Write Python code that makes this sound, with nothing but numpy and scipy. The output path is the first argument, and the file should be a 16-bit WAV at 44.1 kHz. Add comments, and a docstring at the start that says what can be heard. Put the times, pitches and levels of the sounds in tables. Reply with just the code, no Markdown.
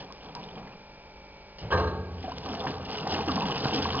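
"""At a steel hopper, a hose spits wet mortar while the pump motor hums.
A weak dribble dies away. Something bangs and judders against the hopper, which rings.
Then air plops out of the nozzle and the mix gushes: it splashes, air pockets crackle,
lumps slap and glug, and the stream drums on the sheet steel."""
import sys
import numpy as np
from scipy import signal
from scipy.fft import rfft, irfft
from scipy.io import wavfile
from scipy.ndimage import uniform_filter1d

SR = 44100
rng = np.random.default_rng(int(sys.argv[2]) if len(sys.argv) > 2 else 0)


def digitize_waveform(pressure):
    """Quantize a signal to 16-bit integers and store it at the path in sys.argv[1].

    Rows of a 2-D input are taken as channels; values are limited to [-1, 1].
    """
    field = np.atleast_2d(pressure).T
    bounded = np.clip(field, -1, 1)
    quanta = np.round(bounded * 32767).astype(np.int16)
    wavfile.write(sys.argv[1], SR, quanta)


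N = 176400
T = np.arange(N) / SR
BANG_S = 1.711

# A fade time (t60) is how long a sound takes to drop by 60 dB. Levels in a table are relative.
# The motor's strong overtones: (multiple of its lowest note, level [dB])
MOTOR_HUM = [(1, -62.5), (3, -66.5), (4, -63.5), (8, -67), (9, -65.5), (10, -71), (11, -62.5), (12, -63.5),
             (14, -70), (17, -62), (18, -61), (20, -68), (28, -70.5), (34, -73.5)]
# Its weak overtones: (frequency [Hz], level [dB])
MOTOR_BUZZ = [(100, -76.5), (800, -78.5), (1150, -82), (1900, -79.5), (2400, -77.5), (2900, -81.5),
              (4000, -84.5), (4700, -79.5), (5800, -88)]
# Its whine: (time [s], frequency [Hz], level [dB])
MOTOR_WHINE = [(0, 2380, -65.5), (.6, 2390, -65), (1.0, 2350, -64), (1.35, 2300, -61.5), (1.6, 2235, -66.5),
               (2.1, 2330, -71.5)]
# Tone of the background hiss: (frequency [Hz], level [dB])
HISS_TONE = [(20, -1.5), (65, 3), (100, -6.5), (160, -4.5), (280, -7), (600, -5), (900, -7), (1200, -11.5),
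             (2000, -15.5), (2400, -10), (3000, -15), (4000, -18), (5000, -14.5), (8000, -22.5)]
# Splashing of the dribble and of the gush: (time [s], level [dB])
DRIBBLE_SPLASH = [(0, -40.5), (.07, -49.5), (.19, -55.5), (.27, -44), (.34, -48.5), (.37, -45),
                  (.53, -48.5), (.57, -41.5), (.71, -49), (.82, -58.5)]
GUSH_SPLASH = [(2.22, -52.5), (2.41, -44), (2.5, -35.5), (2.6, -37.5), (2.68, -33), (2.8, -40.5),
               (2.88, -37.5), (3.02, -36.5), (3.12, -30.5), (3.21, -31), (3.25, -37), (3.29, -37),
               (3.46, -31), (3.6, -34), (3.74, -30), (3.87, -33.5), (4, -33.5)]
# Crackling air in each: (time [s], level [dB])
DRIBBLE_CRACKLE = [(0, -49.5), (.08, -75), (.25, -58.5), (.32, -66.5), (.44, -62), (.52, -69.5), (.58, -62),
                   (.65, -76), (.86, -76)]
GUSH_CRACKLE = [(2.22, -58), (2.27, -54), (2.35, -58), (2.5, -48), (2.63, -59), (2.68, -48), (2.79, -57.5),
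                (2.94, -48), (3.05, -49.5), (3.11, -41.5), (3.21, -44), (3.25, -52), (3.29, -45),
                (3.62, -44.5), (3.73, -42.5), (4, -43.5)]
# Tone of the splashes and of the crackle: (frequency [Hz], level [dB])
SPLASH_TONE = [(40, -24), (105, -12), (135, -2), (200, -2), (255, 1), (340, -6), (430, 1), (600, -7),
               (800, -1), (1100, -7), (1400, -14.5), (1700, -17.5), (2100, -23.5), (3000, -30.5),
               (6000, -39.5)]
CRACKLE_TONE = [(900, -21.5), (1600, -6), (2100, -12.5), (2850, -1.5), (3400, -4), (3900, -8.5),
                (4900, -4.5), (5600, -6.5), (8000, -26.5)]
# Notes the stream drums out of the steel: (frequency [Hz], level [dB], fade time [s])
DRUM_NOTES = [(68.4, -20, 0.62), (86.1, -11, 0.87), (134.6, -14.5, 0.91), (173.3, -16.5, .3),
              (264.2, -14, 0.21), (425.8, -21, 0.36), (681, -20.5, 0.53), (801, -18, 0.88)]
# How hard it drums: (time [s], level [dB])
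DRUM_STRENGTH = [(2.15, -43), (2.55, -36), (2.8, -37.5), (2.95, -40.5), (3.28, -31), (3.55, -35),
                 (4, -30.5)]
# Bursting air pockets: (time [s], level [dB], frequency [Hz], fade time [s], slide [octaves/s])
AIR_PLOPS = [(0.101, -42.5, 1120, 0.095, -4.5), (.354, -36, 955, 0.22, 0), (2.239, -34, 734, 0.14, -0.5),
             (2.24, -35.5, 250, 0.056, -12), (2.276, -30, 705, .13, 2), (2.316, -29.5, 967, 0.032, 5.5),
             (2.458, -33, 1120, 0.028, 1), (2.639, -32.5, 783, 0.22, 2.5), (2.664, -35, 945, 0.025, -8),
             (2.795, -32.5, 525, 0.049, -5), (3.274, -25.5, 318, 0.086, -7.5),
             (3.289, -26.5, 1173, 0.14, -3.5), (3.366, -23.5, 224, 0.056, 1),
             (3.373, -29, 1102, 0.11, -3.5), (3.417, -25.5, 960, 0.12, -1), (3.499, -25.5, 1120, 0.014, 0),
             (3.854, -21.5, 1125, 0.015, 3.5), (3.943, -26.5, 1090, 0.14, -2.5)]
# Grit hitting the steel: (time [s], level [dB])
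GRIT_TICKS = [(.124, -19.5), (.351, -13), (.361, -32), (2.383, -13.5), (2.455, -27), (2.553, -28),
              (2.64, -17), (2.657, -23), (2.743, -27), (3.074, -12), (3.592, -20), (3.791, -22),
              (3.968, -18)]
# Tone of a tick: (frequency [Hz], level [dB])
TICK_TONE = [(200, -14.5), (1000, -1.5), (2100, -1.5), (3000, -1), (4000, 0), (5200, 6), (9000, -4)]
# Sharp spits of air: (time [s], level [dB], frequency [Hz])
AIR_SPITS = [(.205, -44.5, 3150), (.256, -45, 3300), (.285, -46, 3400), (.436, -40.5, 3640),
             (0.485, -39, 3160), (.508, -44, 3500), (.555, -42.5, 3350), (0.576, -41.5, 2880),
             (0.671, -43.5, 1850), (.722, -46.5, 2620), (2.319, -38.5, 2940), (2.546, -31.5, 2950),
             (2.602, -29.5, 3410), (2.668, -28, 1770), (2.739, -40, 3270), (2.979, -31, 2780),
             (3.108, -27.5, 4600), (3.123, -29, 5170), (3.148, -27.5, 2900), (3.281, -27.5, 2840),
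             (3.404, -26.5, 2750), (3.516, -21.5, 2890), (3.73, -24.5, 3200), (3.782, -29, 2700),
             (3.821, -25.5, 3370), (3.902, -24.5, 3150), (3.987, -24, 3010)]
# Tone of the clack and of the bump: (frequency [Hz], level [dB])
CLACK_TONE = [(200, -14), (850, 4), (1300, -22), (2000, -6), (2500, -14), (2950, 4.5), (3400, -8.5),
              (5200, -1), (8000, -23)]
BUMP_TONE = [(30, -21), (75, -1.5), (150, -1.5), (240, -16.5), (450, -13), (850, -19.5), (1150, -30.5),
             (3000, -31), (8000, -60)]
# Knocks of the judder: (time [s], level [dB])
KNOCKS = [(1.705, -7), (1.714, -1.5), (1.724, 4.5), (1.74, -4), (1.775, -2), (1.783, -7.5), (1.796, -3.5),
          (1.806, -9), (1.84, -9.5), (1.875, -7.5)]
# Tone of the steel's many weak notes: (frequency [Hz], level [dB])
STEEL_TONE = [(60, -15), (200, -8.5), (470, 2.5), (620, -4.5), (730, -7.5), (880, 2), (1220, -1),
              (1410, -10.5), (1600, 2.5), (1800, -11), (2100, -17.5), (2800, -13), (3600, -25.5),
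              (4150, -14), (5500, -20.5), (8000, -42)]
# How long they last: (frequency [Hz], fade time [s])
STEEL_FADE = [(100, 1.6), (500, 1.13), (1200, 0.6), (1800, 0.51), (3000, 0.64), (5500, 0.46)]
# Notes that flare under the two hardest blows: (time [s], frequency [Hz], level [dB])
FLARE_NOTES = [(1.718, 415, -19), (1.718, 490, -22), (1.718, 562, -22), (1.711, 1205, -23),
               (1.709, 1572, -19), (1.709, 1635, -19.5), (1.715, 1780, -29), (1.768, 530, -23),
               (1.768, 690, -25), (1.768, 1075, -23)]
# The hopper's ringing notes: (frequency [Hz], level [dB], fade time [s])
HOPPER_NOTES = [(68.8, -34.5, 2.2), (84.5, -28.5, 2.2), (100.3, -33, 1.5), (136.2, -37, 1.6),
                (181.2, -36, 2.2), (257, -42, 1.8), (298, -37.5, 0.99), (349, -43, 1.5),
                (433.4, -29.5, 1.28), (503, -32.5, 1.2), (556.6, -32.5, 0.87), (780, -39, 0.59),
                (900, -29, 0.82), (985, -33, .45), (1097, -34, 0.89), (1120, -39, 1.4), (1207, -32, 0.7),
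                (1278, -31, 0.5), (1604, -35, 1), (1638, -38.5, 0.85)]
# Lumps slapping the steel: (time [s], level [dB])
LUMP_SLAPS = [(2.482, -27.5), (2.667, -21.5), (3.069, -21), (3.188, -20), (3.282, -26), (3.378, -21),
              (3.456, -21.5), (3.523, -23), (3.655, -13), (3.661, -22.5), (3.783, -22), (3.821, -24)]
# Heavy lumps glugging: (time [s], level [dB], starting frequency [Hz])
LUMP_GLUGS = [(2.485, -33, 260.5), (3.278, -28, 292.5), (3.335, -29, 210.6), (3.425, -32, 191.5),
              (3.725, -29.5, 319)]


def from_db(db):
    """Turn decibels into a volume factor."""
    return np.exp(np.asarray(db) * np.log(10) / 20)


def rms_one(x):
    """Scale a sound to an average strength (rms) of 1."""
    return x / np.sqrt(np.mean(x ** 2) + 1e-20)


def at_hz(points, hz):
    """Look up a frequency in a table, spacing octaves evenly."""
    freqs, values = np.transpose(points)
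    return np.interp(np.log(np.maximum(hz, 1)), np.log(freqs), values)


def level(rows):
    """Volume that follows a table and fades away beyond its ends."""
    s, db = np.transpose(rows)
    fade_db_per_s = 104
    return from_db(np.interp(T, s, db) - fade_db_per_s * np.abs(T - np.clip(T, s[0], s[-1])))


def colour(x, tone, size=8192):
    """Give a sound a tone, with a filter that never rings early (minimum phase)."""
    cepstrum = irfft(np.log(from_db(at_hz(tone, np.arange(size // 2 + 1) * SR / size))))
    cepstrum[1:size // 2] *= 2
    cepstrum[size // 2 + 1:] = 0
    return signal.fftconvolve(x, irfft(np.exp(rfft(cepstrum))))[:len(x)]


def noise(tone, length=N):
    """Steady noise with the given tone, strength 1."""
    return rms_one(colour(rng.standard_normal(length), tone))


def drift(per_s):
    """A random wander of strength 1."""
    points = rng.standard_normal(2000)
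    return rms_one(np.interp(T * per_s, np.arange(len(points)), points))


def ring(x, hz, t60):
    """Let a sound set one fading note ringing."""
    keep, turn = decay(1 / SR, t60), 2 * np.pi * hz / SR
    return signal.lfilter([0, np.sin(turn)], [1, -2 * keep * np.cos(turn), keep ** 2], x + 1e-18)


def decay(t, t60):
    """A smooth fade that is 60 dB down after t60 seconds."""
    return np.exp(-np.log(1000) * t / t60)


def swell(t, rise_s, t60):
    """A soft start, then a fade."""
    return (1 - np.exp(-(t / rise_s) ** 2)) * decay(t, t60)


def sine(hz):
    """A pure note that follows a changing pitch."""
    return np.sin(2 * np.pi * np.cumsum(hz) / SR)


def add(out, s, sound):
    """Mix a sound in at s seconds."""
    i = int(s * SR)
    out[i:i + len(sound)] += sound[:N - i]


def burst(tone, t60, crack_db=0):
    """A crack and a short puff of noise, peak 1."""
    t = T[:SR // 8]
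    x = colour(rng.standard_normal(len(t)) * decay(t, t60) + from_db(crack_db) * (t == 0), tone)
    return x / np.abs(x).max()


def short_hiss(hz, t60, rise_s=.0037):
    """A narrow hiss that dies quickly, peak 1."""
    t = T[:SR // 5]
    puff = rng.standard_normal(len(t)) * decay(t, t60) * np.minimum(t / rise_s, 1)
    x = ring(ring(puff, hz, t60=.0072), hz, t60=.0031)
    return x / np.abs(x).max()


def pops(tone, per_s, cycles, spread_db, range_hz, pitches=28):
    """Many tiny random collapses, each ringing for some cycles; strength 1."""
    sizes = from_db(spread_db * np.minimum(rng.exponential(1, N), 4.5)) * rng.choice([-1, 1], N)
    clicks = sizes * (rng.random(N) < per_s / SR)
    chosen = rng.integers(0, pitches, N)
    out = np.zeros(N)
    for k, hz in enumerate(np.geomspace(*range_hz, pitches)):
        ringing = ring(clicks * (chosen == k), hz, cycles / hz)
        out += np.sqrt(hz) * rms_one(np.diff(ringing, prepend=0))
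    return rms_one(colour(out, tone))


def motor(hz=49.3, waver=.00047, whine_width_hz=66):
    """The pump motor hums over a soft hiss; a whine in its buzz sinks, then lifts as it weakens."""
    phase = 2 * np.pi * np.cumsum(hz * (1 + waver * drift(7.1))) / SR
    strong = {round(k): db for k, db in MOTOR_HUM}
    cycle = np.linspace(0, 2 * np.pi, 8192)
    wave = whine = 0
    for k in range(1, 120):
        db = strong.get(k, at_hz(MOTOR_BUZZ, k * hz))
        wave += from_db(db) * np.sin(k * cycle + 2 * np.pi * rng.random())
    s, whine_hz, whine_db = np.transpose(MOTOR_WHINE)
    for k in range(43, 54):
        distance = (k * hz - np.interp(T, s, whine_hz)) / whine_width_hz
        whine += np.sin(k * phase + 2 * np.pi * rng.random()) / (1 + distance ** 2)
    hum = np.interp(phase % (2 * np.pi), cycle, wave)
    whine *= from_db(np.interp(T, s, whine_db))
    return np.sqrt(2) * (hum + whine) + from_db(-52.5) * noise(HISS_TONE)


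def stream():
    """Splashes, gurgling bubbles and crackling air all surge with the uneven flow."""
    surge = drift(45)
    splash = pops(SPLASH_TONE, per_s=3200, cycles=9.2, spread_db=2, range_hz=(88, 4260))
    gurgle = pops(SPLASH_TONE, per_s=400, cycles=32, spread_db=.74, range_hz=(171.4, 1690), pitches=18)
    crackle = pops(CRACKLE_TONE, per_s=4500, cycles=21, spread_db=4.5, range_hz=(1185, 6750))
    spray = from_db(-6) * noise(CRACKLE_TONE)
    sputter_db = 1.5 * surge + 2.43 * drift(130)
    wet_volume = (level(DRIBBLE_SPLASH) + level(GUSH_SPLASH)) * from_db(-2.5 + .6 * surge)
    air_volume = (level(DRIBBLE_CRACKLE) + level(GUSH_CRACKLE)) * from_db(5.5 + sputter_db)
    return (splash + from_db(-5) * gurgle) * wet_volume + rms_one(crackle + spray) * air_volume


def drumming(thud_hz=173):
    """The dribble lands with a hollow thud; the full stream keeps the steel booming."""
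    thud = rms_one(ring(ring(rng.standard_normal(N), thud_hz, t60=.11), thud_hz, t60=.02))
    boom = sum(from_db(db) * rms_one(ring(rng.standard_normal(N), hz, t60))
               for hz, db, t60 in DRUM_NOTES)
    return level(DRIBBLE_SPLASH) * from_db(-6) * thud + level(DRUM_STRENGTH) * boom


def hopper_echo(x):
    """Sound bounces quickly between the steel walls."""
    t = T[:SR // 2]
    tail = rng.standard_normal(len(t)) * decay(t, t60=.14) * (t > .002)
    return x + from_db(-9) * signal.fftconvolve(x, tail / np.linalg.norm(tail))[:N]


def plops():
    """Air pockets burst, each with a wobbly note and a little splash."""
    out, t = np.zeros(N), T[:SR // 5]
    for s, db, hz, t60, slide in AIR_PLOPS:
        shape = swell(t, rise_s=.0027, t60=t60)
        wobble = .054 * rms_one(uniform_filter1d(rng.standard_normal(len(t)), size=150))
        note = sine(hz * (2 ** (slide * t) + wobble))
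        splash = from_db(-12.5) * noise(STEEL_TONE, len(t))
        add(out, s, from_db(db) * shape / shape.max() * (note + splash))
    return out


def ticks():
    """Grit hits with a sharp crack, then scatters."""
    out = np.zeros(N)
    for s, db in GRIT_TICKS:
        add(out, s, from_db(db) * burst(TICK_TONE, t60=.014, crack_db=23.5))
    return out


def spits(drops_per_s=480):
    """Air spits out with a short hiss and a spray of droplets."""
    out, t = np.zeros(N), T[:SR // 5]
    for s, db, hz in AIR_SPITS:
        air = from_db(.5) * short_hiss(hz, t60=.025)
        drops = rng.standard_normal(len(t)) * (rng.random(len(t)) < drops_per_s / SR)
        spray = colour(drops * decay(t, t60=.05), CRACKLE_TONE)
        add(out, s, from_db(db) * (air + spray / (np.abs(spray).max() + 1e-12)))
    return out


def clack_and_bump(clack_s=1.583, bump_s=1.608, rise_s=.028):
    """A light clack and a soft bump come just before the bang."""
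    out, t = np.zeros(N), T[:2 * SR]
    add(out, clack_s, from_db(-41.5) * noise(CLACK_TONE, len(t)) * decay(t, t60=.3))
    shape = np.minimum(t / rise_s, 1) * decay(t, t60=.59)
    add(out, bump_s, from_db(-31) * noise(BUMP_TONE, len(t)) * shape)
    return out


def judder():
    """Quick knocks each crack against the steel and stir up its many weak notes."""
    out, hits = np.zeros(N), np.zeros(N)
    for s, db in KNOCKS:
        add(hits, s, from_db([db]))
        add(out, s, from_db(db - 20) * burst(STEEL_TONE, t60=.079))
    steel = from_db(-26) * noise(STEEL_TONE)
    edges_hz = np.geomspace(50, 8000, 10)
    for low, high in zip(edges_hz, edges_hz[1:]):
        band = signal.sosfilt(signal.butter(2, [low, high], "band", fs=SR, output="sos"), steel)
        t60 = at_hz(STEEL_FADE, np.sqrt(low * high))
        energy = signal.lfilter([1], [1, -decay(2 / SR, t60)], hits ** 2)  # builds up, then drains
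        out += band * np.sqrt(energy)
    return out


def bang(rise_s=.038, flutter_db=2.5, bend_hz=22.1, screech_s=1.707):
    """With a short screech, the blows set the hopper ringing; the flexing sheet makes its notes waver."""
    out, t = np.zeros(N), T[:2 * SR]
    for hz, db, t60 in HOPPER_NOTES:
        volume = from_db(db + flutter_db * drift(25)[:len(t)])
        shape = np.minimum(t / rise_s, 1) * decay(t, t60)
        add(out, BANG_S, volume * shape * np.sin(2 * np.pi * (hz * t + rng.random())))
    flare = swell(t, rise_s=.016, t60=.19)
    for s, hz, db in FLARE_NOTES:
        add(out, s, from_db(db) * flare * sine(hz + bend_hz * drift(90.4)[:len(t)]))
    add(out, screech_s, from_db(-29.5) * short_hiss(hz=3120, t60=.15))
    return out


def slaps():
    """Wet lumps smack the steel."""
    out = np.zeros(N)
    for s, db in LUMP_SLAPS:
        add(out, s, from_db(db) * burst(SPLASH_TONE, t60=.018))
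    return out


def glugs(wobble_octaves=.1, sag_octaves_per_s=4):
    """Each heavy lump traps a pocket of air whose low note wobbles and sags."""
    out, t = np.zeros(N), T[:SR // 3]
    shape = swell(t, rise_s=.013, t60=.26)
    for s, db, hz in LUMP_GLUGS:
        pitch = hz * 2 ** (wobble_octaves * drift(128)[:len(t)] - sag_octaves_per_s * t)
        add(out, s, from_db(db) * shape / shape.max() * sine(pitch))
    return out


def scene(left_delay_s=8.3e-5):
    """Mix everything; it reaches the left side a moment after the right."""
    mortar = hopper_echo(stream() + plops() + spits() + slaps() + ticks() + glugs())
    right = mortar + drumming() + clack_and_bump() + bang() + judder() + motor()
    hz = np.arange(N + 1) * SR / (2 * N)
    left = irfft(rfft(right, 2 * N) * np.exp(-2j * np.pi * hz * left_delay_s))[:N]
    return np.array([left, right])


def record(dry):
    """Cut the treble steeply, letting only a trace leak past."""
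    def cut_above(x, hz, order):
        return signal.sosfilt(signal.butter(order, hz, fs=SR, output="sos"), x)
    leak = from_db(-28) * cut_above(dry, hz=7060, order=3)
    return cut_above(cut_above(dry, hz=5750, order=14) + leak, hz=13000, order=12)


dry = scene()
out = record(dry)
digitize_waveform(out)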